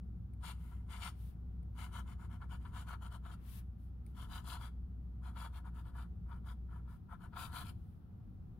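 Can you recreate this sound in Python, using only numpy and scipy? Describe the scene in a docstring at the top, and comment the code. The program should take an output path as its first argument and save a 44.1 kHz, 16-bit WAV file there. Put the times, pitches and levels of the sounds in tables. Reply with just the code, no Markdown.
"""Fountain pen in a notebook, close stereo

A fountain pen writes two words in a notebook on a desk in a quiet room. The stereo microphone is close,
and the page sounds louder and brighter on the left. In each stroke the nib plucks paper fibres: the page
rings, the nib rasps, the fibres hiss; now and then it catches. The tip ticks as it touches down, and the
hand slides along between letters. Desk and walls answer with decaying tails of noise.
The room rumbles under faint air noise, and a motor hums until shortly before the last letter."""
import sys
import numpy as np
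from scipy import signal
from scipy.fft import rfft, irfft, next_fast_len
from scipy.io import wavfile
from scipy.ndimage import map_coordinates

SR = 44100
rng = np.random.default_rng(int(sys.argv[2]) if len(sys.argv) > 2 else 0)


def to_wav(s):
    """Save 16-bit WAV."""
    ch = np.atleast_2d(s).T  # columns
    pcm = np.round(np.clip(ch, -1, 1) * 32767)  # PCM
    wavfile.write(sys.argv[1], SR, pcm.astype(np.int16))


N = 378818

# Levels in these tables are relative: each source is balanced again in the mix.
# Spectrum of the room's rumble. Each row: frequency in Hz, level in dB.
RUMBLE_SPECTRUM = [(15, -39.5), (24, -8), (32, -8.5), (55, -0.5), (78, 1), (105, -0.5), (140, -10.5),
                   (172, -4.5), (210, -12), (245, -16.5), (265, -22), (310, -22.5), (450, -35.5),
                   (800, -69)]
# Spectrum of the room's air noise. Each row: frequency in Hz, level in dB.
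AIR_SPECTRUM = [(200, 0.5), (450, 6), (680, -1), (727, 9), (780, 2.5), (1050, -3), (1350, -1), (1600, -9.5),
                (2300, -16.5), (3200, -17), (6000, -27), (8000, -45), (11000, -24), (15500, -22.5)]
# Partials of the motor hum. Each row: frequency in Hz, level in dB rms before the left-right balance.
HUM_PARTIALS = [(61.15, -47.5), (122.3, -66.5), (243.5, -75)]
# Right microphone against the left for sounds on the page. Each row: frequency in Hz, gain in dB.
RIGHT_MICROPHONE = [(400, 2), (1000, -5.5), (1400, -4.5), (2400, -6), (3400, -5.5), (4300, -7),
                    (5500, -19.5), (8100, -15), (10500, -18.5), (13000, -9.5), (15500, -23.5)]
# The side of the hand slides over the page, creeping in and out a little beyond both times.
# Each row: start in seconds, end in seconds, place of top speed from 0 to 1, level in dB.
HAND_SLIDES = [(.527, 0.854, .4, -70.5), (1.095, 1.389, .51, -66.5), (3.358, 3.634, .77, -56.5),
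               (3.743, 3.954, 0.4, -77.5), (4.023, 4.183, .36, -76.5), (6.838, 7.02, 0.5, -73.5),
               (7.713, 8.12, .35, -80.5)]
# Spectrum of skin on paper. Each row: frequency in Hz, level in dB.
SKIN_SPECTRUM = [(300, -23), (1000, 11), (2000, 5), (3300, 8), (5000, 3.5), (6500, 1.5), (7500, 2),
                 (9500, 8.5), (12500, 10), (15500, 7)]
# The nib touches down. Each row: time in seconds, level in dB.
TOUCHDOWNS = [(0.337, -71), (1.631, -77), (4.065, -65)]
# Spectrum of the tick of the nib. Each row: frequency in Hz, level in dB.
TICK_SPECTRUM = [(800, -16), (1700, -8), (2250, 24), (3000, -18), (4200, 4), (7500, -12), (9400, 20),
                 (10800, 1), (12000, 7), (15500, -7)]
# Pen strokes, each one bell of speed that creeps in and out a little beyond its length.
# Each row: middle in seconds, length in seconds, ring of the page in dB, rasp of the nib in dB.
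PEN_STROKES = [(0.481, .17, -52.5, -51.5), (.68, 0.55, -71.5, -76), (0.946, 0.18, -54, -57),
               (1.055, .17, -49.5, -49), (1.823, 0.19, -53, -57), (1.97, 0.17, -52, -58),
               (2.106, 0.15, -59.5, -66.5), (2.231, .15, -61, -70.5), (2.337, 0.14, -60, -70),
               (2.432, 0.12, -64.5, -77.5), (2.535, .13, -56, -63.5), (2.654, 0.21, -67, -73.5),
               (2.785, 0.18, -53, -59), (2.911, .15, -50, -60), (3.051, 0.13, -54.5, -64),
               (3.141, .115, -54.5, -63), (3.277, 0.15, -61, -70), (3.329, 0.093, -58, -65.5),
               (4.212, 0.19, -57, -62), (4.353, .19, -50.5, -56), (4.512, 0.21, -53, -52.5),
               (4.642, .17, -54.5, -61), (5.273, 0.15, -56.5, -68), (5.419, .2, -53.5, -59),
               (5.567, 0.13, -56, -65), (5.671, .095, -56.5, -73.5), (5.784, .15, -62, -71),
               (5.879, 0.12, -60.5, -72.5), (5.998, .19, -56.5, -67.5), (6.333, 0.21, -62.5, -78.5),
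               (6.495, 0.15, -57, -66.5), (6.751, 0.19, -60.5, -78.5), (6.917, 0.18, -65, -80),
               (7.126, .115, -54, -74), (7.239, .13, -58, -71), (7.423, 0.2, -47, -51.5),
               (7.584, .21, -47.5, -52.5), (7.686, 0.12, -61.5, -59.5)]
# The nib catches hard and judders. Each row: time in seconds, level in dB.
NIB_CATCHES = [(.44, -60), (.724, -64), (1.028, -59.5), (2.424, -53), (2.659, -54.5), (2.935, -53.5),
               (3.258, -57), (4.559, -51.5), (5.368, -54.5), (5.455, -51), (6.32, -57), (7.335, -56),
               (7.367, -47.5)]
# Brightness of the nib at a usual stroke as the hand moves on. Each row: time in seconds, tilt in dB per octave.
USUAL_TILT = [(2.3, -7.5), (3.2, 5), (7.5, 0)]
# Resonances of the page on the desk. Each row: frequency in Hz, width in Hz, level in dB.
PAGE_RESONANCES = [(583, 70, -27), (750, 67, -5.5), (818, 42, -7.5), (975, 109, 6.5), (1247, 75, 5.5),
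                   (1374, 110, 5.5), (1739, 41, -7.5)]
# Resonances of nib and barrel. Each row: frequency in Hz, width in Hz, level in dB.
NIB_RESONANCES = [(2174, 220, -1.5), (2447, 130, -0.5), (2958, 390, 0), (3377, 390, 1), (3930, 580, -5),
                  (4760, 450, -8.5)]
# Spectrum of the fibres at the start of the line. Each row: frequency in Hz, level in dB.
FIBRES_AT_START = [(3500, -20.5), (4700, -9), (5300, -3.5), (5900, -8), (6500, -8), (6900, 4), (7500, -4.5),
                   (8400, -7.5), (8950, 4.5), (10300, -4), (11100, -10.5), (12700, -6.5), (15500, -17)]
# Spectrum of the fibres at the end of the line. Each row: frequency in Hz, level in dB.
FIBRES_AT_LINE_END = [(3500, -15.5), (4800, -4), (5400, -6), (5900, -4), (6500, -8.5), (7150, -0.5),
                      (7900, -5.5), (9000, 1), (10200, 6), (11300, -4), (12700, -1.5), (14000, 0.5),
                      (15500, -6)]

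STROKE_TOP = .49  # place of top speed, as a share of the stroke
HISS_DB, HISS_DB_PER_S = -3, 0.2742  # fibre hiss against rasp at time 0, and its slow gain along the line
TILT_PER_DB, USUAL_RASP_DB = 0.44, -63  # a harder stroke is brighter: dB per octave for each dB above usual
HUM_STOP_S, LINE_END_S = 6.97, 7.7
TOP_HZ = 15750
SIZE = next_fast_len(N + SR // 2, True)
FREQS = np.maximum(np.arange(SIZE // 2 + 1) * SR / SIZE, 1)
TIME = np.arange(N) / SR


def undb(db):
    """Decibels to gain."""
    return 10 ** (np.asarray(db) / 20)


def unit(x):
    """Scale to rms 1."""
    return x / np.sqrt(np.mean(x ** 2))


def filtered(x, response):
    """Apply a frequency response."""
    return irfft(rfft(x, SIZE) * response, SIZE)[..., :N]


def colour(points):
    """Causal (minimum-phase) response through (Hz, dB) points, made by folding the cepstrum."""
    hz, db = np.transpose(points)
    level_db = np.interp(np.log(FREQS), np.log(hz), db)
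    cepstrum = irfft(np.log(undb(level_db)), SIZE)
    cepstrum[1:SIZE // 2] *= 2
    cepstrum[SIZE // 2 + 1:] = 0
    return np.exp(rfft(cepstrum))


def unevenness(per_s, db):
    """A gain that wanders at random between knots."""
    knots = np.arange(0, TIME[-1] + 1, 1 / per_s)
    return undb(db * np.interp(TIME, knots, rng.standard_normal(len(knots))))


def balance(left_db):
    """Gains of the two microphones, the left one louder than the right by left_db."""
    return undb(np.array([[left_db], [-left_db]]) / 2)


def glide(start, end, top, width=0.62, sharpness=3.5):
    """Sample numbers and speed (0-1) of one movement: a bell that creeps in and out half a span beyond."""
    top = np.clip(top, .1, .9)
    span = end - start
    first = max(int((start - span / 2) * SR), 0)
    last = min(int((end + span / 2) * SR), N)
    at = np.arange(first, last)
    from_top = (TIME[at] - start) / span - top
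    way = np.abs(from_top) / np.where(from_top < 0, top, 1 - top)
    return at, 1 / (1 + (way / width) ** sharpness)


def room_noise(points, db, apart_hz, left_db, swell_db):
    """Diffuse noise that swells a little: long waves reach both microphones alike, short ones do not."""
    mid, side = rng.standard_normal((2, N))
    side = filtered(side, 1 / np.hypot(1, apart_hz / FREQS))
    pair = unit(filtered(np.array([mid + side, mid - side]), colour(points)))
    return pair * unevenness(per_s=3, db=swell_db) * undb(db) * balance(left_db)


def motor(waver=0.04, stop_s=0.11, left_db=1.0):
    """A low hum of steady sines whose strengths waver a little, and which cuts out."""
    knots = np.arange(0, TIME[-1] + 1, 1 / 4)
    hum = 0
    for hz, db in HUM_PARTIALS:
        sway = 1 + waver * np.interp(TIME, knots, rng.standard_normal(len(knots)))
        sine = np.sin(2 * np.pi * (hz * TIME + rng.random()))
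        hum = hum + np.sqrt(2) * undb(db) * sway * sine
    running = np.clip((HUM_STOP_S - TIME) / stop_s + .5, 0, 1)
    return hum * running * balance(left_db)


def reflections(x, t60_s, db):
    """A diffuse decaying tail, different at each microphone, that begins 2 ms after the sound."""
    age = TIME[:SR // 2]
    tail = rng.standard_normal((2, len(age))) * undb(-60 * age / t60_s) * (age > .002)
    tail /= np.sqrt(np.sum(tail ** 2, axis=1, keepdims=True))
    return undb(db) * signal.fftconvolve(x, tail, axes=1)[:, :N]


def hand(dull_power=0.78, bright_power=2.23, split_hz=2600):
    """Skin brushes a broad patch of paper: a smooth swish that brightens with speed."""
    swish = unit(filtered(rng.standard_normal((2, N)), colour(SKIN_SPECTRUM)))
    dull = filtered(swish, 1 / (1 + (FREQS / split_hz) ** 4))
    bright = swish - dull
    out = np.zeros((2, N))
    for start, end, top, db in HAND_SLIDES:
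        at, speed = glide(start, end, top)
        brushed = speed ** dull_power * dull[:, at] + speed ** bright_power * bright[:, at]
        out[:, at] += undb(db) * brushed
    return out


def touches(fall_60db_s=0.012):
    """The metal tip lands with one tiny blow and rings briefly, alike at both microphones."""
    ring = irfft(colour(TICK_SPECTRUM), SIZE)[:SR // 50]
    ring = unit(ring * undb(-60 * TIME[:len(ring)] / fall_60db_s))
    out = np.zeros(N)
    for s, db in TOUCHDOWNS:
        out[int(s * SR) + np.arange(len(ring))] += undb(db) * ring
    return out


def plucks(per_s, spread_db, scatter):
    """Fibres snapping past a rubbing tip: dense clicks of unequal size, thrown unevenly to left and right."""
    at = np.flatnonzero(rng.random(N) < per_s / SR)
    size, common, left, right = rng.standard_normal((len(at), 4)).T
    clicks = np.zeros((2, N))
    clicks[:, at] = undb(spread_db * size) * (np.sign(common) + scatter * np.array([left, right]))
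    return clicks


def resonances(modes, low_hz, high_hz):
    """Response of modes of alternating sign that radiate mainly between two edges."""
    ring = 0
    for k, (hz, width, db) in enumerate(modes):
        ring = ring + (-1) ** k * undb(db) / (1 + 1j * (FREQS ** 2 - hz ** 2) / (FREQS * width))
    return ring / np.sqrt((1 + (low_hz / FREQS) ** 8) * (1 + (FREQS / high_hz) ** 12))


def drift(x, rise):
    """Resonances climb slowly as the pen moves along the line, by reading the sound ever faster."""
    place = np.cumsum(1 + rise * (TIME / LINE_END_S - .5))
    return np.array([map_coordinates(side, [place], order=3, mode="wrap") for side in x])


def tilted(x, db_per_octave):
    """The nib sounds duller or brighter from stroke to stroke: a slope from 1900 to 3600 Hz."""
    size = next_fast_len(x.shape[1], True)
    octaves = np.log2(np.clip(np.arange(size // 2 + 1) * SR / size, 1900, 3600))
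    return irfft(rfft(x, size) * undb(db_per_octave * octaves), size)[:, :x.shape[1]]


def hand_echo(x, share, lag_s, count=3):
    """Fingers and page throw early echoes to each microphone; lags, .1 to 1.1 of lag_s, change each stroke."""
    out = x.copy()
    for side in range(2):
        lags = (SR * lag_s * (.1 + rng.random(count))).astype(int) + 1
        for lag in lags:
            out[side, lag:] += share * rng.choice([-1, 1]) * x[side, :-lag]
    return out / np.sqrt(1 + count * share ** 2)


def page_ring(rough):
    """Plucked fibres ring the page on the desk."""
    snaps = rough * plucks(per_s=1600, spread_db=3.5, scatter=0.24)
    return unit(filtered(snaps, resonances(PAGE_RESONANCES, low_hz=515, high_hz=2020)))


def nib_rasp(rough):
    """Plucked fibres ring nib and barrel, whose resonances climb along the line."""
    snaps = rough * plucks(per_s=2400, spread_db=0.5, scatter=0.96)
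    nib = filtered(snaps, resonances(NIB_RESONANCES, low_hz=1530, high_hz=5800))
    return unit(drift(nib, rise=.06))


def fibre_hiss(rough):
    """Fibres snap densely; the hiss takes another path past the fingers as the hand travels right."""
    snaps = rough * plucks(per_s=8000, spread_db=1, scatter=0.63)
    along = np.clip(TIME / LINE_END_S, 0, 1)
    at_start = filtered(snaps, colour(FIBRES_AT_START))
    at_end = filtered(snaps, colour(FIBRES_AT_LINE_END))
    return (1 - along) * at_start + along * at_end


def catches(page, nib, nib_db=-15):
    """A caught nib judders for about 30 ms, mostly shaking the page."""
    out = np.zeros((2, N))
    for s, db in NIB_CATCHES:
        at, slip = glide(s - .012, s + .018, top=.4)
        judder = unit(slip * (page[:, at] + undb(nib_db) * nib[:, at]))
        out[:, at] += undb(db) * judder / 2
    return out


def pen(page_power=2.06, nib_power=2.73, hiss_power=2.48):
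    """Plucked fibres ring page and nib; the treble needs more speed, so strokes begin and end dull."""
    # the paper has more tooth in some spots than in others
    rough = unevenness(per_s=160, db=1.45)
    page, nib, hiss = page_ring(rough), nib_rasp(rough), fibre_hiss(rough)
    # the nib grips and slips a little all along a stroke, which shakes the page unevenly
    grip = unevenness(per_s=55, db=1.2)
    out = np.zeros((2, N))
    for middle, length, page_db, rasp_db in PEN_STROKES:
        at, speed = glide(middle - length / 2, middle + length / 2, STROKE_TOP)
        tilt = np.interp(middle, *np.transpose(USUAL_TILT)) + TILT_PER_DB * (rasp_db - USUAL_RASP_DB)
        rasp = speed ** nib_power * unit(tilted(nib[:, at], tilt))
        hiss_db = HISS_DB + HISS_DB_PER_S * middle
        rasp += undb(hiss_db) * speed ** hiss_power * unit(hiss[:, at])
        out[:, at] += undb(page_db) * speed ** page_power * unit(grip[at] * page[:, at])
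        out[:, at] += undb(rasp_db) * hand_echo(rasp, share=0.39, lag_s=.002)
    return out + catches(page, nib)


def scene():
    """Pen and hand lie nearer the left microphone; desk and walls answer, over the room's own noise."""
    rumble = room_noise(RUMBLE_SPECTRUM, db=-50.0, apart_hz=496, left_db=1.25, swell_db=1.24)
    air = room_noise(AIR_SPECTRUM, db=-75.0, apart_hz=600, left_db=2.0, swell_db=0.5)
    direct = undb(-1.5) * hand() + undb(-5.0) * touches() + undb(-0.57) * pen()
    desk = reflections(direct, t60_s=0.045, db=-7)
    walls = reflections(direct, t60_s=0.49, db=-20)
    near = direct + desk + walls
    near[1] = filtered(near[1], colour(RIGHT_MICROPHONE))
    return rumble + air + motor() + near


def record(dry):
    """The recorder cuts the top steeply."""
    steep_cut = signal.ellip(10, .1, 70, TOP_HZ, fs=SR, output="sos")
    return signal.sosfilt(steep_cut, dry)


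dry = scene()
out = record(dry)
to_wav(out)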